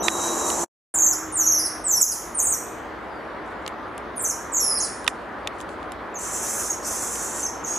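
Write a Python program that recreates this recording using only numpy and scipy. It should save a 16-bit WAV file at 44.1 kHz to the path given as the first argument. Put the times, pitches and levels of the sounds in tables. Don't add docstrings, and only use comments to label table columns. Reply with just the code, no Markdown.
import sys
import numpy as np
from scipy import signal
from scipy.fft import rfft, irfft, next_fast_len
from scipy.io import wavfile
from scipy.ndimage import uniform_filter1d, minimum_filter1d, map_coordinates

SR = 44100
rng = np.random.default_rng(int(sys.argv[2]) if len(sys.argv) > 2 else 0)


def magnitude_from_level(level_db):
    exponent = np.asarray(level_db, float) / 20
    return 10 ** exponent


def transcribe(signal):
    frames = np.atleast_2d(signal).T
    limited = np.clip(frames, -1, 1)
    pcm = np.round(limited * 32767).astype(np.int16)
    wavfile.write(sys.argv[1], SR, pcm)


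N = 343098


def unit(x):
    return x / np.sqrt(np.mean(x ** 2) + 1e-20)


def along(points, hz):
    f, v = np.transpose(points)
    return np.interp(np.log(hz + 1), np.log(f + 1), v)


def curves(rows):
    s, *cols = np.transpose(rows)
    return [np.interp(np.arange(N) / SR, s, c) for c in cols]


def gate(rows, rise_s, fall_s):
    t = np.arange(N) / SR
    opened = np.clip((t - rows[0][0]) / rise_s + .5, 0, 1)
    return opened * np.clip((rows[-1][0] - t) / fall_s + .5, 0, 1)


def wobble(rate_hz):
    knots = rng.standard_normal(int(N * rate_hz / SR) + 4)
    return map_coordinates(knots, [np.arange(N) * rate_hz / SR])


def filtered(x, response):
    m = next_fast_len(N + 8192)
    return irfft(rfft(x, m) * response(np.fft.rfftfreq(m, 1 / SR)), m)[..., :N]


def rush(spectrum, patchy_db):
    # (frequency [Hz], likeness [0-1])
    likeness = [(60, 0.96), (180, 0.86), (550, 0.78), (1650, 0.72), (4970, 0.65), (15000, 0.56)]
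    # (frequency [Hz], level [dB])
    lean_db = [(60, -1.5), (240, 0), (950, 0.5), (3770, 0.5), (15000, -1)]
    z = signal.stft(rng.standard_normal((2, N)), nperseg=512)[2]
    field = uniform_filter1d(rng.standard_normal(z.shape[1:]), 6, 0)
    field = uniform_filter1d(field, 14, 1)
    pair = signal.istft(z * magnitude_from_level(patchy_db * unit(field)), nperseg=512)[1][:, :N]

    def mid_side(hz):
        angle = np.arccos(np.clip(along(likeness, hz), -1, 1)) / 2
        return magnitude_from_level(along(spectrum, hz)) * [np.cos(angle), np.sin(angle)]

    mid, side = filtered(pair, mid_side)
    left_right = np.array([mid + side, mid - side])
    return unit(filtered(left_right, lambda hz: magnitude_from_level(np.outer([.5, -.5], along(lean_db, hz)))))


def forest(x, wet_db, early_db, wide_db):
    # (frequency [Hz], t60 [s])
    t60_s = [(1000, 0.45), (5000, 0.6), (9000, 0.51), (15000, 0.54)]
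    # (frequency [Hz], level [dB])
    width_db = [(3000, 0), (7000, -14.5), (10000, -4.5), (14000, -1.5)]
    hz, t, z = signal.stft(rng.standard_normal((2, SR)), SR, nperseg=256)
    z[1] *= magnitude_from_level(wide_db + along(width_db, hz))[:, None]
    late = magnitude_from_level(-60 * t / along(t60_s, hz)[:, None])
    early = magnitude_from_level(early_db - 60 * t / 0.098)
    mid, side = signal.istft(z * (late + early), SR, nperseg=256)[1]
    tail = np.array([mid + side, mid - side]) / np.linalg.norm(mid)
    return magnitude_from_level(wet_db) * signal.fftconvolve(x[None], tail, axes=1)[:, :N]


def tone(rows, unsteady, rate_hz, flutter_db):
    hz, db = curves(rows)
    phase = 2 * np.pi * np.cumsum(hz * (1 + unsteady * wobble(rate_hz))) / SR
    level = magnitude_from_level(db + 4.5 + flutter_db * wobble(rate_hz))
    return gate(rows, .006, .02) * level * np.sin(phase)


def roar():
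    # (time [s], low layer [dB], middle layer [dB])
    shot_levels = [
        [(0.0, -29.5, -34), (0.112, -34, -30.5), (0.56, -32, -32)],
        [(1.25, -40.5, -37.5), (2.28, -40, -39), (2.76, -38.5, -37.5), (7.78, -37.5, -37.5)],
    ]
    # (frequency [Hz], density [dB per Hz])
    low_spectrum = [(76, -48), (130, -24), (199, -6.5), (280, -4.5), (314, -2), (657, -5.5), (800, -6),
                    (1040, -7.5), (1760, -120)]
    # (frequency [Hz], density [dB per Hz])
    middle_spectrum = [(350, -35.5), (600, -3.5), (656, -9), (704, -6), (1150, -1.5), (1300, -2),
                       (1830, -8), (2710, -21), (5000, -36.5), (6500, -63), (11000, -120)]
    # (frequency [Hz], density [dB per Hz])
    opening_spectrum = [(350, -35), (600, -5), (1100, -1), (1940, -16), (2120, -20.5), (3400, -25),
                        (4420, -54.5), (7480, -120)]
    # (frequency [Hz], density [dB per Hz])
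    rumble_spectrum = [(16, -40), (28, -9.5), (39, 0), (54, 3.5), (97, -2), (129, -6.5), (170, -4.5),
                       (220, -35.5), (370, -120)]
    opening = np.arange(N) < SR * 4 // 5
    low_db, middle_db = np.where(opening, curves(shot_levels[0]), curves(shot_levels[1]))
    swell = wobble(6)
    low = magnitude_from_level(low_db + 0.38 * swell) * rush(low_spectrum, patchy_db=0.1)
    middle = np.where(opening, rush(opening_spectrum, patchy_db=0.9), rush(middle_spectrum, patchy_db=1.24))
    rumble = magnitude_from_level(-48.5) * rush(rumble_spectrum, patchy_db=0.85)
    return low + magnitude_from_level(middle_db + 0.18 * swell) * middle + rumble


def hiss():
    # (frequency [Hz], density [dB per Hz])
    hiss_spectrum = [(1760, -30), (3000, -3), (4780, -10.5), (7050, -19.5), (7990, -21.5), (9990, -21),
                     (14500, -30), (15400, -19.5), (15800, -44)]
    return magnitude_from_level(-58.5) * rush(hiss_spectrum, patchy_db=2.5)


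def insect():
    # (nearest [s], time to fall 3 dB [s], level [dB])
    passes = [
        (.03, 0.06, -37),
        (.16, .05, -39.5),
        (.32, 0.06, -36.5),
        (.48, .06, -38.5),
        (.63, 0.05, -36),
        (.98, 0.14, -43),
        (1.21, 0.36, -49),
        (1.52, 0.23, -43),
        (3.2, 0.9, -52),
    ]
    wing_hz, wing_later_hz, gone_s = 343.5, 315, 3.8
    t = np.linspace(0, gone_s, num=400)
    power = sum(magnitude_from_level(2 * db) / (1 + ((t - s) / width_s) ** 4) for s, width_s, db in passes)
    hz = np.where(t < 4 / 5, wing_hz, wing_later_hz)
    rows = np.transpose([t, hz, 10 * np.log10(power)])
    return tone(rows, unsteady=.012, rate_hz=25, flutter_db=2.4) * magnitude_from_level(-1.5)


def call(t, strokes, end_s, octave_db, tremble, flutter_db):
    # (pitch [Hz], gain [dB])
    pitch_gain = [(4100, -23.5), (4900, -13), (5500, -4.5), (6200, -0.5), (7000, 2.5), (8000, -1),
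                  (10000, 1), (12200, -10)]
    # (pitch [Hz], gain [dB])
    octave_gain = [(4100, -14), (4900, -4), (5500, -4), (6200, -11), (7000, -11.5), (7900, -27)]
    rise_s, full_leap, rise_dip_db = 0.014, 0.11, -1
    slack = 1.5
    leap_octave_db = -7.5
    octave_grows, usual_effort_db = .4, -24.5
    s, top, bottom, db = np.transpose(strokes)
    leap = np.clip((top[1:] / bottom[:-1] - 1) / full_leap, .01, 1)
    sunk = np.append(s[1:] - rise_s * leap, end_s)
    turns = np.ravel([s, np.maximum(sunk, s + .001)], order="F")
    corners_hz = np.ravel([top, bottom], order="F")
    hz = np.interp(t, turns, corners_hz ** -slack) ** (-1 / slack)
    hz = uniform_filter1d(hz, size=160)
    climb = np.maximum(np.gradient(np.log(hz), t) * rise_s / full_leap, 0)
    effort_db = np.interp(t, turns, np.repeat(db, repeats=2)) + rise_dip_db * np.minimum(climb, 1)
    effort_db = uniform_filter1d(effort_db, size=160)
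    phase = 2 * np.pi * np.cumsum(hz * (1 + tremble)) / SR
    leapt = uniform_filter1d(climb, size=801, origin=400)
    strain_db = octave_grows * (effort_db - usual_effort_db)
    upper_db = along(octave_gain, hz) + octave_db + leap_octave_db * leapt + .17 * flutter_db + strain_db
    octave = magnitude_from_level(upper_db) * np.sin(2 * phase) * (hz < 8000)
    fundamental = magnitude_from_level(along(pitch_gain, hz) + flutter_db) * np.sin(phase)
    ends = np.clip((t - s[0]) / 0.0059 + .5, 0, 1) * np.clip((end_s - t) / .004 + .5, 0, 1)
    return ends * magnitude_from_level(effort_db + 3) * (fundamental + octave)


def whistles():
    # (time [s], top [Hz], bottom [Hz], effort [dB])
    first_calls = [
        [(.9, 9870, 8250, -27), (.925, 10170, 10010, -32)],
        [(.94, 10000, 9800, -26), (.9425, 9800, 7370, -26), (.947, 7410, 6720, -23), (.967, 8210, 6230, -23),
         (1.005, 7310, 6270, -20.5), (1.045, 7700, 5970, -21), (1.09, 7990, 6990, -25),
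         (1.105, 6990, 5380, -24), (1.134, 5350, 4400, -27.5)],
        [(1.323, 9900, 9150, -30), (1.328, 9140, 8830, -28), (1.355, 8850, 7000, -26), (1.379, 7020, 6710, -24),
         (1.397, 6700, 5930, -22), (1.42, 5930, 5610, -24), (1.47, 7090, 5700, -19.5), (1.5, 6750, 5580, -20),
         (1.535, 6510, 5370, -21), (1.568, 6250, 5550, -21.5), (1.587, 5540, 4900, -22),
         (1.601, 4900, 4850, -23), (1.633, 5530, 5550, -25), (1.652, 5500, 5090, -22), (1.664, 5100, 3980, -22)],
    ]
    middle_calls = [
        [(1.84, 8450, 8220, -30.5), (1.852, 8200, 7950, -26), (1.87, 7920, 6880, -26),
         (1.897, 7490, 6130, -22.5), (1.922, 6000, 6180, -20.5), (1.938, 6100, 5550, -22.5),
         (1.965, 5550, 5410, -21.5), (1.993, 5920, 5300, -27)],
        [(2.0, 8070, 8100, -23), (2.013, 7920, 7100, -15), (2.017, 7120, 6700, -14.5), (2.026, 6680, 6100, -17),
         (2.033, 6100, 4956, -21.5), (2.058, 7000, 5350, -25), (2.095, 6860, 5550, -24.5),
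         (2.115, 5550, 4970, -23.5), (2.125, 5000, 4040, -22)],
        [(2.345, 10200, 9040, -34), (2.349, 9050, 8850, -28.5), (2.378, 8960, 6240, -23.5),
         (2.406, 6250, 6140, -26), (2.426, 10120, 8810, -22), (2.434, 8800, 7920, -24),
         (2.452, 7900, 6600, -24.5), (2.485, 9000, 7900, -24), (2.508, 7910, 6000, -25),
         (2.534, 6010, 5870, -25.5), (2.546, 5880, 5280, -29.5)],
    ]
    late_calls = [
        [(4.155, 6520, 6300, -63)],
        [(4.16, 12300, 9540, -36), (4.172, 9510, 8830, -28.5), (4.195, 8900, 7400, -31.5),
         (4.207, 7400, 7220, -31.5), (4.223, 12240, 12000, -24), (4.231, 11980, 7300, -26),
         (4.243, 7300, 6050, -27.5), (4.256, 6050, 5850, -26), (4.283, 11200, 7300, -30.5),
         (4.292, 7310, 5310, -26.5), (4.314, 5300, 5270, -34)],
        [(4.52, 8300, 7700, -35), (4.531, 7700, 6500, -27.5), (4.56, 7960, 5940, -24),
         (4.587, 7670, 5420, -25.5), (4.61, 5690, 5240, -23.5), (4.65, 5400, 4950, -24),
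         (4.735, 4950, 4750, -25), (4.76, 5590, 5100, -22), (4.775, 5110, 4000, -21.5),
         (4.806, 7530, 5640, -28), (4.818, 5600, 5100, -25.5), (4.834, 5100, 3890, -22)],
    ]
    rasp_ends = [
        [(.001, 6050, 5900, -33.5)],
        [(6.143, 7240, 6250, -40), (6.165, 6260, 6180, -36)],
        [(6.7, 6580, 6570, -28), (6.722, 6500, 5250, -32)],
        [(7.428, 6305, 6337, -29), (7.458, 6330, 5320, -29)],
        [(7.638, 7400, 6260, -35.5), (7.65, 6250, 5900, -35)],
        [(7.67, 6590, 6650, -36.5)],
    ]
    # (end [s], octave [dB])
    call_ends = [(.941, 0), (1.14, -1.5), (1.673, -1.5), (2.02, -0.5), (2.134, 2), (2.552, 2), (4.21, 0),
                 (4.325, -2), (4.855, 1.5), (.028, -3), (6.19, -2), (6.737, -7), (7.47, -6), (7.665, -1),
                 (7.78, -6)]
    tremble, flutter, voice = wobble(250), wobble(180), np.zeros(N)
    calls = first_calls + middle_calls + late_calls + rasp_ends
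    for strokes, (end_s, octave_db) in zip(calls, call_ends):
        start = max(round((strokes[0][0] - .005) * SR), 0)
        at = slice(start, round((end_s + .005) * SR))
        t = np.arange(N)[at] / SR
        voice[at] += call(t, strokes, end_s, octave_db, .007 * tremble[at], 2.3 * flutter[at])
    return voice


def rasps():
    # (time [s], level [dB], brightness [dB], throat stretch [ratio, over 1 raises resonances])
    rasp_rows = [
        [(0.028, -29.5, -7, 0.97), (0.634, -30, -8, 0.99), (0.66, -53, -12.5, 1)],
        [(6.185, -31, -10, 1), (6.525, -30, 1, 0.94), (6.72, -33.5, -5.5, 0.96)],
        [(6.826, -37, 1.5, 0.79), (6.87, -30.5, -1, 0.92), (7.44, -32.5, -7.5, 1)],
        [(7.655, -35.5, -11, 0.91), (7.701, -33.5, -6, 0.94), (7.78, -29.5, -10.5, 0.94)],
    ]
    # (frequency [Hz], density [dB per Hz])
    throat_near = [(2530, -52), (4300, -20), (4740, -25.5), (6060, -6), (7290, -2), (8130, -12),
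                   (13800, -25), (15100, -34), (15500, -38), (15800, -80.5)]
    # (frequency [Hz], density [dB per Hz])
    throat_far = [(2530, -20.5), (4300, -21), (4820, -21), (6060, -5), (7060, 1), (8630, -8.5),
                  (9890, -10.5), (10700, -11), (11600, -19.5), (14400, -21.5), (15300, -23), (15800, -38.5)]
    chance, size = rng.random(N), rng.standard_normal(N)
    pulses = (chance < 9000 / SR) * size * magnitude_from_level(0.97 * wobble(600) + 1.8 * wobble(40))
    quiver, voice = wobble(25), np.zeros(N)
    for rows, throat in zip(rasp_rows, [throat_near, throat_far, throat_far, throat_far]):
        start = max(round(rows[0][0] * SR) - SR // 20, 0)
        at = slice(start, round(rows[-1][0] * SR) + SR // 20)
        db, bright_db, stretch = (c[at] for c in curves(rows))
        hz, t, z = signal.stft(pulses[at], SR, nperseg=512)
        hz = hz[:, None]
        frames = np.minimum((t * SR).astype(int), len(db) - 1)
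        moving = (stretch + 0.015 * quiver[at])[frames]
        shaped = z * magnitude_from_level(along(throat, hz / moving))
        edge = 1 / (1 + (hz / 8500) ** 8)
        low = unit(signal.istft(shaped * edge, SR, nperseg=512)[1][:len(db)])
        high = unit(signal.istft(shaped * (1 - edge), SR, nperseg=512)[1][:len(db)])
        voice[at] += gate(rows, 0.014, 0.033)[at] * magnitude_from_level(db - 6.5) * (low + magnitude_from_level(bright_db) * high)
    return voice


def monkeys():
    # (frequency [Hz], gain [dB])
    shade = [(5000, -4.5), (10000, 1), (15000, -9)]
    clear, hoarse = whistles(), rasps()
    direct = filtered(clear + hoarse, lambda hz: magnitude_from_level(along(shade, hz))) * magnitude_from_level(-2.0)
    clear_wet = forest(clear, wet_db=0.4, early_db=4.5, wide_db=-1.0)
    hoarse_wet = forest(hoarse, wet_db=3.5, early_db=2.0, wide_db=-1.5)
    return (direct + clear_wet + hoarse_wet) * magnitude_from_level([[-.8], [.8]])


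def birds():
    # (time [s], pitch [Hz], level [dB])
    near_rows = [(.028, 3860, -39.5), (.06, 3900, -38.5), (.1, 3915, -40), (.14, 3870, -41),
                 (.3, 3896, -42), (.42, 3915, -43), (.48, 3840, -45), (.515, 3880, -51), (.56, 3940, -51),
                 (.578, 3900, -58)]
    # (time [s], pitch [Hz], level [dB])
    far_rows = [
        (3.1, 4900, -69),
        (3.16, 4750, -64),
        (3.22, 4300, -70),
    ]
    near = magnitude_from_level(-1.0) * tone(near_rows, unsteady=0.002, rate_hz=40, flutter_db=1.1)
    far = tone(far_rows, unsteady=.02, rate_hz=90, flutter_db=1.9)
    near_wet = forest(near, wet_db=-6.0, early_db=-6.5, wide_db=-2.5)
    far_wet = forest(far, wet_db=-14.0, early_db=1.0, wide_db=4.5)
    return near + near_wet + far + far_wet


def clicks():
    # (time [s], peak [dB], crack [dB], left-right [dB], ring time [s])
    click_rows = [(0.0826, -2.5, -21, -7.5, 0.012), (0.5015, -21, -3.5, -7, 0.015),
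                  (3.6637, -6, -27.5, -2, 0.0038), (3.6776, -15, -9.5, 0.5, 0.011),
                  (3.979, -33, 1.5, 1, 0.009), (5.0438, -30, -3, 3, 0.01), (5.066, -15.5, -27, -2, 0.01),
                  (5.0775, -2.5, -18, -6, 0.016), (5.473, -10, -19.5, 0, 0.015),
                  (5.6035, -24, -12, -15, 0.0063), (5.612, -36, 2, 7, 0.009),
                  (5.6913, -28, -17, -3, 0.0098), (5.8287, -28.5, -21, -2, 0.009),
                  (5.9201, -29.5, 0.5, 1, 0.0078), (7.1557, -22.5, -6.5, -11, 0.0074),
                  (7.7613, -24, -1.5, 4, 0.01)]
    # (frequency [Hz], level [dB])
    body_modes = [(1030, -9.5), (1250, -7), (1520, -9.5), (1855, -4), (2490, -8), (3100, -14.5),
                  (3620, -6.5)]
    # (frequency [Hz], density [dB per Hz])
    knock_spectrum = [(1060, -36), (1800, -10.5), (3000, 0), (4030, -8.5), (6390, -14), (7000, -13.5),
                      (9100, -40.5), (15400, -120)]
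    # (frequency [Hz], density [dB per Hz])
    crack_spectrum = [(1500, -22), (3000, 4.5), (5000, -4.5), (8000, 0), (10500, -0.5), (13000, -16.5),
                      (15500, -15), (16500, -45)]
    ring, knock, crack = np.zeros((3, 2, N + SR))
    t = np.arange(SR // 20) / SR
    modes = sum(magnitude_from_level(level) * np.sin(2 * np.pi * hz * t) for hz, level in body_modes)
    afterglow = magnitude_from_level(-32 - 60 * t / 0.09)
    for s, db, crack_db, pan_db, t60 in click_rows:
        at = slice(round(s * SR), round(s * SR) + len(t))
        a = rng.standard_normal((4, len(t)))
        a /= np.std(a[:, :SR // 700], axis=1, keepdims=True)
        shape = (1 - np.exp(-t / 0.00058)) * magnitude_from_level([[db + pan_db / 2], [db - pan_db / 2]])
        ring[:, at] += shape * modes * magnitude_from_level(0.77 * db - 60 * t / (1.11 * t60))
        knock[:, at] += shape * (a[0] + [[.45], [-.45]] * a[1]) * magnitude_from_level(6.0 - 60 * t / t60)
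        crack_decay = magnitude_from_level(-60 * t / (0.7 * t60)) + afterglow
        crack[:, at] += shape * (a[2] + [[.4], [-.4]] * a[3]) * magnitude_from_level(crack_db + 9.5) * crack_decay
    knock = filtered(knock[:, :N], lambda hz: magnitude_from_level(along(knock_spectrum, hz)))
    crack = filtered(crack[:, :N], lambda hz: magnitude_from_level(along(crack_spectrum, hz)))
    return ring[:, :N] + knock + crack


def leaves():
    # (time [s], level [dB], rise [s], length [s])
    brushes = [
        (3.451, -65.5, 0.0094, 0.078),
        (3.6, -69, .03, 0.083),
        (5.073, -42, .003, 0.017),
        (5.12, -68.5, .02, .1),
        (5.52, -66, .02, .05),
        (5.58, -54.5, .004, 0.04),
        (5.685, -61, 0.0051, 0.058),
        (5.783, -69, .02, .06),
    ]
    # (frequency [Hz], density [dB per Hz])
    leaf_spectrum = [(2500, -30), (4000, -7), (7000, 3.5), (10500, -2.5), (13000, -28), (15800, -26)]
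    t = np.arange(N) / SR
    stir = np.zeros(N)
    for s, db, rise_s, length_s in brushes:
        fade = np.exp(-np.maximum(t - s - length_s, 0) / .015)
        stir += magnitude_from_level(db) * np.clip((t - s) / rise_s, 0, 1) * fade
    return stir * magnitude_from_level(2.1 * wobble(83)) * rush(leaf_spectrum, patchy_db=0.5)


def scene():
    return roar() + hiss() + insect() + monkeys() + birds() + clicks() + leaves()


def masked(x):
    # (frequency [Hz], level [dB])
    mask_db = [(2200, -70), (4000, -51.5), (5400, -59.5), (8000, -42.5), (12000, -39), (15000, -35.5)]
    # (frequency [Hz], share [0-1])
    starved = [(2000, 0), (2800, .7), (3300, .75), (4600, .85), (5600, .5), (13000, .75)]
    beside_db = -36
    hz, _, z = signal.stft(x, SR, nperseg=2048, noverlap=1536)
    band = uniform_filter1d(np.mean(np.abs(z) ** 2, axis=0), size=7, axis=0)
    loudest = band[hz > 3500].max(axis=0) + 1e-20
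    over = band / (loudest * magnitude_from_level(2 * along(mask_db, hz))[:, None])
    neighbour = -minimum_filter1d(-band * (hz > 4200)[:, None], size=121, axis=0)
    over = np.minimum(over, band / (neighbour * magnitude_from_level(2 * beside_db) + 1e-20))
    whim = uniform_filter1d(rng.standard_normal(band.shape), size=5, axis=0)
    whim = unit(uniform_filter1d(whim, size=7, axis=1))
    high, low = band[hz > 5000].sum(axis=0), band[hz < 5000].sum(axis=0)
    busy = np.clip(2 * high / (low + 1e-20), 0, 1)
    spared = whim < 3.5 - 3.4 * busy * along(starved, hz)[:, None]
    fed = spared | (band > loudest / 60)
    passed = 1 / (1 + (hz / 15400) ** 60)
    gain = fed * passed[:, None] / (1 + (over + 1e-9) ** -4.0)
    return signal.istft(z * gain, SR, nperseg=2048, noverlap=1536)[1][:, :N]


def low_pass(x):
    return signal.sosfilt(signal.butter(12, 16440, fs=SR, output="sos"), x)


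def record(dry):
    # (time [s], gain [dB], recovery [s])
    ducks = [
        (0.083, -6.5, 0.084),
        (2.019, -14.5, 0.075),
        (5.078, -2.5, 0.025),
    ]
    # (time [s], gain [dB])
    edit = [
        (.641, 2),
        (.65, -21),
        (.662, -31),
        (.666, -55),
        (.683, -55.5),
        (.686, -120),
        (.936, -120),
        (.9385, -56),
        (.9405, 0.5),
    ]
    duck_db = np.zeros(N)
    for s, db, recovery_s in ducks:
        after = np.maximum(np.arange(N) / SR - s, 0)
        duck_db += db * (1 - np.exp(-after / 0.025)) * np.exp(-after / recovery_s)
    steady = filtered(dry, lambda hz: 1 / (1 + (44 / (hz + 1)) ** 6))
    held = steady * magnitude_from_level(duck_db)
    held = held / (1 + np.abs(held / .9) ** 6) ** (1 / 6)
    return low_pass(masked(held) * magnitude_from_level(curves(edit)[0]))


dry = scene()
out = record(dry)
transcribe(out)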